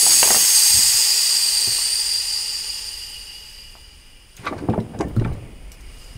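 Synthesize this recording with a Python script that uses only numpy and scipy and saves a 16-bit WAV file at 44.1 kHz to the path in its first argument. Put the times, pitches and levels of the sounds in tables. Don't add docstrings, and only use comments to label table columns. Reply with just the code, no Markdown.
import sys
import numpy as np
from scipy import signal
from scipy.fft import rfft, irfft, next_fast_len
from scipy.io import wavfile
from scipy.ndimage import uniform_filter1d

SR = 44100
rng = np.random.default_rng(int(sys.argv[2]) if len(sys.argv) > 2 else 0)


def digitize_waveform(pressure):
    field = np.atleast_2d(pressure).T
    bounded = np.clip(field, -1, 1)
    quanta = np.round(bounded * 32767).astype(np.int16)
    wavfile.write(sys.argv[1], SR, quanta)


def invert_db(x):
    u = np.asarray(x, float) / 20
    return 10 ** u


N = 272229
HZ = np.fft.rfftfreq(1024, 1 / SR)
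TIMES = np.arange(N // 128 + 9) * 128 / SR
SNAP_TOP_HZ = 15500


def evened(x):
    return x / np.sqrt(np.mean(x ** 2) + 1e-20)


def read(points, hz):
    f, value = np.transpose(points)
    return np.interp(np.log(hz + 1), np.log(f + 1), value)


def curves(rows, t):
    s, *columns = np.transpose(rows)
    return [np.interp(t, s, c) for c in columns]


def add(mix, s, sound):
    part = mix[round(s * SR):][:len(sound)]
    part += sound[:len(part)]


def bandpass(x, order, band_hz):
    return signal.sosfilt(signal.butter(order, band_hz, "bandpass", fs=SR, output="sos"), x)


def hump(hz, width_hz):
    shape = 1 / (1 + ((HZ - np.reshape(hz, (-1, 1))) / (width_hz * .5)) ** 2) ** 2
    return shape / shape.sum(1, keepdims=True)


def noise(power):
    a, b = rng.standard_normal((len(TIMES), len(HZ), 2)).T
    spectrum = (a + 1j * b) * np.sqrt(power).T
    return 1.41 * signal.istft(spectrum, nperseg=1024, noverlap=896)[1][:N]


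def wander(seconds, hz_wide):
    field = rng.standard_normal((len(TIMES), len(HZ)))
    for _ in range(2):
        field = uniform_filter1d(field, max(round(seconds / TIMES[1]), 1), 0)
        field = uniform_filter1d(field, max(round(hz_wide / HZ[1]), 1), 1)
    return evened(field)


def flutter(seconds):
    size = max(round(seconds * SR), 1)
    once = uniform_filter1d(rng.standard_normal(N), size)
    return evened(uniform_filter1d(once, size))


# (frequency [Hz], density [dB per Hz])
BACKGROUND_COLOUR = [(12, -41), (20, -11.5), (260, -24.5), (691, -32), (2560, -31.5), (2860, -23.5), (4000, -41),
                     (4730, -41), (5920, -41), (8400, -37), (8990, -35.5), (9900, -32), (10400, -47), (15700, -42)]
# (time [s], level [dB])
DEEP_RUMBLE = [(0.0, -43), (1.0, -39), (4.1, -32.5), (4.65, -43), (4.95, -58), (5.14, -18), (5.29, -14),
               (5.4, -28), (6.17, -26)]


def shop():
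    colour = invert_db(2 * read(BACKGROUND_COLOUR, HZ))
    tone = noise(np.ones((len(TIMES), 1)) * colour / colour.sum()) * invert_db(-52)
    deep = evened(bandpass(rng.standard_normal(N), 2, [14, 55]))
    deep_db, = curves(DEEP_RUMBLE, np.arange(N) / SR)
    return tone + deep * invert_db(deep_db - 13)


# (frequency [Hz], density [dB per Hz])
WOOD_COLOUR = [(35, -53), (60, 6), (316, 2.5), (1050, -11), (1170, -11.5), (1600, -17), (2280, -15.5),
               (3040, -34), (3870, -27), (12000, -52), (15600, -70), (22000, -120)]
# (time [s], level [dB], brightness [dB per octave above 500 Hz])
SLIDES = [
    [(0.0, -71, 2), (0.05, -45, 4.5), (0.136, -45.5, 14), (0.232, -32, -35), (0.45, -47.5, 13)],
    [(4.34, -72, 9), (4.46, -38, 4.5), (4.59, -31, -2.5), (4.74, -28, -3.5), (4.87, -35, -3.5),
     (5.034, -21, -10.5), (5.14, -35, -2.5), (5.27, -32.5, -1.5), (5.548, -43, -3.5), (5.75, -54.5, 3.5),
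     (6.17, -56, 7)],
]


def slide(rows):
    db, bright_db = (c[:, None] for c in curves(rows, TIMES))
    moving = ((TIMES > rows[0][0]) & (TIMES < rows[-1][0]))[:, None]
    colour = invert_db(2 * read(WOOD_COLOUR, HZ))
    power = moving * colour / colour.sum() * invert_db(2 * (db + bright_db * np.log2(HZ / 500 + 1)))
    return noise(power) * invert_db(1.6 * flutter(.006))


# (time [s], peak [dB], favoured pitch [Hz], ring factor [1])
THUD_HITS = [(0.847, -47, 110, 1.2), (1.672, -31, 111, 0.39), (4.392, -31.5, 120, 0.16),
             (4.687, -13, 109, 0.13), (4.78, -13, 141.7, 0.17), (5.169, -10.5, 108.5, 0.88),
             (5.199, -13.5, 111, 0.77), (5.3, -24, 110, 0.29), (5.38, -50, 99, .6), (5.408, -32, 110, 0.32),
             (6.152, -28, 95, 1.1)]
# (time [s], peak [dB], favoured pitch [Hz], spread [octaves], ring factor [1])
KNOCK_HITS = [(0.229, -9.5, 870, 0.7, 0.39), (.274, -16, 910, 1.1, 0.45), (0.304, -6.5, 850, 1.16, 0.48),
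              (0.314, -18, 770, 0.67, 0.95), (.346, -9.5, 785, 1.23, 0.31), (.74, -26.5, 70, 1.76, 0.1),
              (0.764, -32, 65, 1.3, 0.31), (.788, -30, 111, 1.3, 0.2), (1.674, -28, 390, 0.57, 0.32),
              (1.785, -29.5, 980, 0.31, 0.59), (3.753, -31.5, 850, 0.37, 0.2),
              (4.525, -21, 740, 0.24, 0.56), (4.542, -34, 316, 0.44, .55), (4.624, -19.5, 296, 0.28, 0.64),
              (4.637, -24, 323, 0.28, 0.58), (4.686, -11.5, 298, 0.89, 1.1), (4.705, -24, 200, 1.5, 0.7),
              (4.778, -11.5, 305, 0.63, 0.5), (4.8, -19, 247, 0.98, 0.77), (5.003, -14, 330, 0.45, 0.7),
              (5.026, -50, 1750, 0.11, 3.8), (5.164, -16.5, 232, 0.5, 0.77), (5.165, -28, 1330, 0.12, 0.48),
              (5.249, -12.5, 110, 0.61, 0.46)]
# (time [s], peak [dB], favoured pitch [Hz], spread [octaves], contact [s])
SCRAPE_HITS = [(.029, -28, 436, 0.41, 0.0042), (.064, -15.5, 880, 0.39, 0.0026), (.328, -44, 700, 1, 0.025),
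               (.358, -21, 537, 1.3, 0.0081), (.698, -37, 110, 1, 0.014), (4.425, -31.5, 1150, 0.35, 0.051),
               (4.462, -15, 1070, 0.21, 0.011), (4.465, -21, 2100, 0.14, 0.014),
               (4.507, -21, 314, 0.14, 0.014), (4.578, -30.5, 900, 0.72, 0.015),
               (4.731, -21.5, 870, 0.19, 0.016), (4.926, -27.5, 586, 0.72, 0.036),
               (5.005, -16.5, 720, 0.3, 0.0069), (5.05, -25.5, 325, 0.2, 0.012),
               (5.2095, -14, 287.2, 0.58, 0.0053), (5.2476, -28.5, 2200, 0.4, 0.002),
               (5.249, -24.5, 880, 0.17, 0.017), (5.012, -27, 1770, 0.46, 0.0045),
               (5.27, -37, 1300, 0.82, 0.014)]


def blows():
    rows = []
    for s, db, hz, ring in THUD_HITS:
        rows.append((s, db, hz, 0.23, ring, 1 / hz))
    for s, db, hz, spread, ring in KNOCK_HITS:
        contact_cycles = np.clip(1.14 - 0.66 * spread, .2, 1.45)
        rows.append((s, db, hz, spread, ring, contact_cycles / hz))
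    for s, db, hz, spread, contact_s in SCRAPE_HITS:
        ring = 0.59 + 0.1 * np.log2(hz / 500)
        rows.append((s, db, hz, spread, ring, contact_s))
    return sorted(rows)


# (frequency [Hz], t60 [s])
BENCH_MODES = [(70, .15), (116, .4), (162, .22), (219, .2), (305, .16), (350, .12), (404, .12), (520, .1),
               (600, .08), (685, .08), (780, .07), (880, .07), (1000, .05), (1170, .07), (1350, .04),
               (1550, .04), (1800, .06), (2030, .035), (2250, .04), (2450, .03)]


def knock(db, hz, spread, ring, contact_s, chance, grit):
    t = np.arange(len(grit)) / SR
    body = np.zeros(len(t))
    for (mode_hz, t60), (detune, share) in zip(BENCH_MODES, chance):
        weight_db = -6 * (np.log2(mode_hz / hz) / max(spread, .1)) ** 2 + 0.33 * share
        ring_s = t60 * max(ring, .1)
        alive = t[t < 1.2 * ring_s]
        swing = -np.cos(2 * np.pi * mode_hz * (1 + 0.01 * detune) * alive + 0.85 * share)
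        body[:len(alive)] += invert_db(weight_db - 60 * alive / ring_s) * swing
    band_hz = np.clip(hz * 2. ** (np.array([-.9, .9]) * max(spread, .1)), 30, 9000)
    rattle = evened(bandpass(grit, 2, band_hz))
    rattle_s = ring * 0.095 * (500 / hz) ** 1.41
    body = body / abs(body).max() + 0.18 * rattle * invert_db(-60 * t / rattle_s)
    if contact_s * hz > 1.5:
        push = np.sin(np.pi * np.minimum(t / max(contact_s, 3e-4), 1)) * grit[::-1]
    else:
        push = np.sin(np.pi * np.minimum(t * 4 * hz, 1))
    body = signal.fftconvolve(body, push[:1600])
    dull = signal.butter(4, min(3 * band_hz[1], 9000), fs=SR, output="sos")
    body = signal.sosfilt(dull, body)
    body[:len(t)] *= 1 - np.exp(-t / max(contact_s * 0.5, 1e-4))
    return invert_db(db) * body / abs(body).max()


def tick(db, hz, t60, top_hz, grit):
    t = np.arange(len(grit)) / SR
    wide = bandpass(grit, 3, [1300, min(top_hz, 20000)])
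    r = np.exp(-np.pi * .12 * hz / SR)
    ring = signal.lfilter([1, 0, -1], [1, -2 * r * np.cos(2 * np.pi * hz / SR), r * r], grit)
    sound = (evened(wide) + evened(ring)) * invert_db(-60 * t / max(t60, .004))
    return invert_db(db) * sound / abs(sound).max()


# (time [s], peak [dB], favoured pitch [Hz], t60 [s])
STEEL_TICKS = [(0.229, -8.5, 2200, 0.018), (4.372, -39.5, 2300, 0.24), (4.4548, -30, 2700, 0.02),
               (4.468, -27.5, 3850, 0.058), (4.5795, -38.5, 4500, 0.1), (4.697, -34, 2170, 0.027),
               (4.698, -36, 3800, 0.02), (4.785, -38, 1800, .05), (4.787, -40, 1900, .03),
               (4.801, -35.5, 3660, 0.022), (4.941, -57, 2900, .06), (4.989, -32, 6400, 0.018),
               (5.0080, -25, 6000, 0.021), (5.1973, -35.5, 3900, 0.03), (5.2392, -45, 3400, 0.033),
               (5.248, -37, 2290, 0.037), (5.909, -47, 2500, .04), (6.042, -39, 6740, .04)]
# (time [s], peak [dB], favoured pitch [Hz], t60 [s])
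LIGHT_SNAPS = [
    (4.367, -30.5, 6570, 0.024),
    (5.083, -40, 14300, 0.034),
    (5.163, -37.5, 4300, 0.05),
    (5.325, -45, 4220, 0.12),
    (5.7186, -29, 5940, .02),
    (5.726, -38, 5500, .04),
    (5.742, -44, 5000, 0.031),
    (5.807, -41, 6000, .04),
]


def bench():
    out = np.zeros(N)
    rows = blows()
    grits = rng.standard_normal((len(rows), 16000))
    chances = rng.standard_normal((len(rows), len(BENCH_MODES), 2))
    for (s, *row), chance, grit in zip(rows, chances, grits):
        add(out, s, knock(*row, chance, grit))
    clicks = [(*row, 1.42 * row[2]) for row in STEEL_TICKS]
    clicks = sorted(clicks + [(*row, SNAP_TOP_HZ) for row in LIGHT_SNAPS])
    for (s, *row), grit in zip(clicks, rng.standard_normal((len(clicks), 6000))):
        add(out, s, tick(*row, grit))
    t = np.arange(round(.5 * SR)) / SR
    tail = rng.standard_normal(len(t)) * invert_db(-60 * t / 0.11) * (t > .004)
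    return out + invert_db(-5) * signal.oaconvolve(out, tail / np.linalg.norm(tail))[:N]


# (time [s], peak [dB], pitch [Hz], t60 [s])
DRY_RAPS = [(.036, -34, 520, 0.032), (.083, -34, 950, 0.02), (.098, -37, 706, .03), (.113, -28, 890, .03),
            (.123, -38, 630, .03), (.136, -39, 750, 0.028), (.2295, -16.5, 730, 0.031),
            (0.23, -10.5, 2840, 0.021), (.237, -19, 870, .02), (.258, -25, 416, .04),
            (.2745, -17.5, 885, 0.025), (.289, -25, 800, 0.03), (.304, -12.5, 780, 0.027),
            (0.3043, -13, 1890, .02), (.316, -20, 810, 0.019), (.321, -26, 885, 0.028),
            (.326, -22, 1100, 0.013), (.3465, -21, 747, 0.049), (.347, -17, 1840, .02),
            (.358, -35, 640, 0.021), (.366, -23, 474, 0.02), (.375, -28, 450, 0.027), (.812, -40, 90, .12),
            (.832, -43, 110, .12), (.848, -44, 80, .12), (3.786, -49, 850, .04), (4.403, -45, 188, 0.057),
            (4.444, -39, 1160, .03), (4.469, -29, 2150, .04), (4.474, -16.5, 1160, 0.048),
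            (4.475, -31, 3900, .04), (4.479, -24, 2340, .03), (4.526, -27, 1180, 0.027),
            (4.532, -34, 1150, .025), (4.545, -36, 800, 0.028), (4.656, -26, 326, 0.062),
            (4.688, -15.5, 750, 0.03), (4.6879, -16, 334, 0.086), (4.699, -51, 13300, .012),
            (4.73, -34, 1700, .02), (4.736, -24, 890, 0.037), (4.737, -31, 1540, 0.028),
            (4.746, -22, 880, .03), (4.759, -22, 423, 0.057), (4.778, -18, 648, 0.035),
            (4.788, -29, 980, 0.038), (5.007, -21.5, 830, 0.023), (5.221, -31, 870, 0.034),
            (5.25, -26.5, 1350, 0.033),
            (.064, -23, 1250, .015), (.222, -30, 800, .02), (.3065, -14.5, 860, 0.013),
              (.316, -23, 655, 0.026), (.35, -27, 660, .03), (4.455, -47, 11500, .015),
              (4.455, -44, 7000, .015), (4.706, -40, 2500, .015), (4.731, -44, 3300, .015),
              (4.802, -38, 2100, .02), (4.806, -45, 5500, .02), (4.991, -41, 3900, .025),
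              (5.009, -34, 3800, .02), (5.0105, -31, 4900, .015), (0.773, -35, 100, .1),
              (.835, -38, 45, .15), (.865, -42, 110, .1), (0.944, -41, 110, .1), (.955, -43, 40, .15),
              (4.553, -32, 350, .05), (4.59, -38, 2500, .03), (4.99, -36, 5100, .015),
              (5.001, -24, 910, 0.017), (5.0075, -20, 400, 0.03), (5.015, -35, 4900, .012),
              (5.017, -16.5, 328, 0.067), (5.04, -41, 1800, .12), (5.055, -25, 250, 0.044),
              (5.1967, -37, 1900, .025), (5.1972, -39, 2800, .025), (5.199, -43, 5500, .02),
              (5.2206, -27, 590, .03), (5.2206, -36, 1500, .03), (5.222, -42, 2300, .02),
              (5.2405, -39, 2200, .02), (5.2473, -27, 2350, 0.017), (5.254, -43, 3600, .02),
              (5.256, -37, 1700, 0.023), (5.261, -26, 394, .04), (5.274, -40, 1490, .03),
              (5.282, -46, 2800, .03), (5.33, -48, 3000, .03)]
# (time [s], peak [dB], favoured pitch [Hz], t60 [s])
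DRY_CRACKS = [(4.385, -48, 3000, .1), (4.456, -42, 8000, .03), (4.476, -40, 7000, .04),
              (4.53, -50, 7000, .04), (4.585, -47, 8000, .04), (4.698, -44, 7500, .03),
              (4.803, -45, 8000, .03), (5.198, -45, 8000, .03), (5.25, -45, 7000, .03),
              (5.274, -46, 4500, .03), (5.335, -46, 7000, .06)]


def raps():
    out, t = np.zeros(N), np.arange(5000) / SR
    rows = DRY_RAPS
    for (s, db, hz, t60), turn in zip(rows, rng.random(len(rows))):
        partner = invert_db(-15) * np.sin(2 * np.pi * (1.5 * hz * t + turn))
        pair = np.sin(2 * np.pi * hz * t) + partner
        rise = 1 - np.exp(-t * hz / 0.14)
        sound = pair * rise * invert_db(-60 * t / max(t60, .005))
        add(out, s, invert_db(db) * sound / abs(sound).max())
    for (s, *row), grit in zip(DRY_CRACKS, rng.standard_normal((len(DRY_CRACKS), 6000))):
        add(out, s, tick(*row, SNAP_TOP_HZ, grit))
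    return out


# (frequency [Hz], width [Hz], lift [dB])
REFLECTIONS = [(470, 150, 4), (835, 120, 6), (1990, 200, 4), (2480, 100, 4), (2875, 130, 3), (4560, 70, 3),
               (4710, 70, 6), (4830, 60, 1.5), (5080, 60, 3), (5450, 200, 6), (6230, 95, 6), (6580, 55, 6),
               (6840, 45, 5), (7010, 52, 5), (7230, 55, 4), (8400, 70, -7), (7950, 70, 5), (8250, 80, 6),
               (8515, 55, 5), (8760, 50, 5), (9020, 60, 6), (9490, 50, 4), (10100, 200, 4), (11000, 80, 4),
               (11500, 170, 4), (12100, 120, -6), (3020, 70, -7), (5220, 90, -6), (8870, 70, -8),
               (15500, 300, 4), (3110, 50, 4), (3420, 90, 4), (13700, 300, 3), (14400, 300, 4),
               (12900, 400, -1), (4940, 70, -5), (4200, 90, -4), (3850, 250, -1), (2340, 80, -5),
               (3250, 120, -4), (2930, 50, -2), (2830, 60, 3)]


def wheel(x):
    total = next_fast_len(N + SR // 2)
    hz = np.fft.rfftfreq(total, 1 / SR)
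    lift_db = sum(db / (1 + ((hz - f) / (width / 2)) ** 2) ** 2 for f, width, db in REFLECTIONS)
    size = round(40 / hz[1])
    draws = rng.standard_normal((len(hz), 2)).T
    a, b = (evened(uniform_filter1d(uniform_filter1d(v, size), size)) for v in draws)
    ripple = abs(1 + 0.22 * (a + 1j * b))
    return irfft(rfft(x, total) * invert_db(lift_db - 4) * ripple, total)[:N]


# (frequency [Hz], density [dB per Hz])
JET_COLOUR = [(150, -82), (250, -36), (458, -22), (695, -30.5), (841, -20), (1410, -26), (1860, -17.5),
              (2340, -19.5), (2550, -12.5), (4000, -18.5), (4750, -9.5), (5850, -15.5), (8560, -11.5),
              (10000, -20.5), (15700, -27.5)]
# (frequency [Hz], change [dB per dB of jet level])
JET_FOLLOW = [(300, 0.38), (1000, 0.8368), (3000, 0.8063), (8000, 1.3059), (15000, 1.5)]


def jet(jet_db, squeezed):
    colour = invert_db(2 * read(JET_COLOUR, HZ))
    colour = colour / colour[HZ > 10500].sum()
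    level_db = -37.5 + read(JET_FOLLOW, HZ) * (jet_db + 38) + 0.27 * wander(0.023, 500)
    low_cut_db = -12.5 * squeezed / (1 + (HZ / 2500) ** 2)
    return colour * invert_db(2 * level_db) * invert_db(2 * low_cut_db)


# (pressure [dB], frequency [Hz])
LOW_CORE_PITCH = [(-56, 2890), (-42, 2895), (-38, 2830), (-33, 2900)]


def tube(pressure_db, main_hz, levels, squeezed):
    main_db, low_db, middle_db, upper_db, middle_hz, upper_hz = levels
    narrow = np.clip(1.1 + 0.022 * (pressure_db[:, None] + 33), .45, 1.1)
    overblown_db = np.maximum(pressure_db[:, None] + 20.5, 0)
    core = np.clip(0.52 + 0.13 * (1.1 - narrow) - 0.1 * overblown_db, 0, 1)
    main = core * hump(np.maximum(main_hz, 4690), 212 * narrow)
    main = main + (1 - core) * hump(main_hz, 800 * narrow)
    core_hz, = curves(LOW_CORE_PITCH, pressure_db)
    low = (1.3 - narrow) * 0.74 * hump(core_hz, 110) + .27 * hump(2880, 750 * narrow)
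    middle = hump(middle_hz, 360 * narrow)
    upper = hump(upper_hz, 610 * np.where(squeezed, 1.3, narrow))
    return (invert_db(2 * (main_db + 4.5)) * main + invert_db(2 * (low_db + 1)) * low
            + invert_db(2 * (middle_db + 2.5)) * middle + invert_db(2 * (upper_db - 1)) * upper)


# (middle [s], half length [s], pitch [Hz], glide [Hz per s], level [dB])
PASSING_WHISTLES = [
    (0.35, 0.37, 6550, -500, -19.5),
    (0.52, 0.32, 12300, -2, -25.5),
    (.2, .3, 14600, 0, -30),
    (0.99, 0.49, 10950, 100, -32.5),
    (1.6, .7, 13700, 300, -47),
    (0.089, .15, 7800, 600, -19),
    (0.97, 0.23, 7000, 0, -25),
    (3.7, .5, 2360, 0, -56),
]
# (time [s], level [dB])
BEAD_SEEP = [(4.35, -75), (4.4, -55), (4.62, -58), (4.9, -62), (5.25, -64), (5.4, -49.5), (5.6, -54),
             (5.9, -50.5), (6.17, -66)]
# (frequency [Hz], width [Hz], level under the main whistle [dB])
OVERTONES = [(11430, 900, -13.5), (12400, 500, -18), (14100, 2100, -19), (14500, 300, -21)]


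def side_whistles(main_db, squeezed):
    t = TIMES[:, None]
    power = invert_db(2 * (-15 - 24 * t)) * hump(9900, 800)
    for middle_s, half_s, hz, glide, db in PASSING_WHISTLES:
        heard = invert_db(2 * db) / (1 + ((t - middle_s) / half_s) ** 6)
        gliding_hz = hz + glide * np.clip(TIMES - middle_s, -half_s, half_s)
        power = power + heard * hump(gliding_hz, 0.028 * hz)
    seep_db, = curves(BEAD_SEEP, TIMES)
    power = power + invert_db(2 * seep_db[:, None]) * hump(2370, 600)
    overtones_db = np.minimum(main_db, -36) + 5 * squeezed
    return power + sum(invert_db(2 * (overtones_db + db)) * hump(hz, width) for hz, width, db in OVERTONES)


# (time [s], pressure [dB], main whistle [Hz])
TIRE_PRESSURE = [(0.0, -22, 4700), (0.33, -18.5, 4680), (0.66, -20, 4740), (0.99, -22, 4910),
                 (1.32, -27, 4760), (1.7, -32, 4610), (2.0, -35.5, 4770), (2.35, -38, 4810),
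                 (2.8, -41.5, 4845), (3.3, -49, 4810), (3.8, -61, 4850), (4.29, -68, 4930),
                 (5.2, -94, 4920), (5.7, -84, 4900), (5.9, -66, 4920), (6.02, -62.5, 4920),
                 (6.17, -65.5, 4950)]
# (pressure [dB], jet [dB], main [dB], low [dB], middle [dB], upper [dB],
# middle pitch [Hz], upper pitch [Hz])
VALVE_RESPONSE = [(-85, -68.5, -66.5, -70, -95, -60.5, 8400, 9250),
                  (-68, -64, -60.5, -56.5, -77, -56, 5300, 9200),
                  (-56.5, -52.5, -43.5, -44, -67, -50.5, 8200, 9080),
                  (-48, -49, -40, -37.5, -55, -43, 7100, 9140),
                  (-38, -37.5, -26, -37, -37.5, -28.5, 7050, 8950),
                  (-33.5, -32.5, -23.5, -34.5, -36.5, -19.5, 7100, 8770),
                  (-24, -28.5, -20, -35, -27, -22, 6850, 8400),
                  (-19.5, -25, -21, -42, -24.5, -13.5, 6540, 8440),
                  (-19.5, -25, -27.5, -55, -48, -20, 6900, 8300)]


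def air():
    pressure_db, main_hz = curves(TIRE_PRESSURE, TIMES)
    columns = curves(VALVE_RESPONSE, pressure_db)
    jet_db, main_db, low_db, middle_db, upper_db, middle_hz, upper_hz = (c[:, None] for c in columns)
    squeezed = TIMES[:, None] > 4.29
    jet_db, upper_db = jet_db + 5 * squeezed, upper_db + 2.5 * squeezed
    rush = jet(jet_db, squeezed)
    levels = main_db, low_db, middle_db, upper_db, middle_hz, upper_hz
    whistles = tube(pressure_db, main_hz, levels, squeezed) + side_whistles(main_db, squeezed)
    whistles = whistles * invert_db(2 * 1.08 * wander(0.02, 300))
    gusts = invert_db(0.37 * flutter(0.0029))
    return wheel(gusts * (noise(rush) + noise(whistles) * invert_db(0.58 * flutter(0.0076))))


def scene():
    return (air() + shop() + bench() + sum(slide(rows) for rows in SLIDES) + raps())[None]


def band_limit(x):
    return signal.sosfilt(signal.butter(12, 16750, fs=SR, output="sos"), x)


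def record(dry):
    edge = signal.firwin(1023, 15720, window=("kaiser", 9), fs=SR)
    limited = signal.oaconvolve(np.clip(dry, -1, 1), edge[None], "same")
    return band_limit(limited)


dry = scene()
out = record(dry)
digitize_waveform(out)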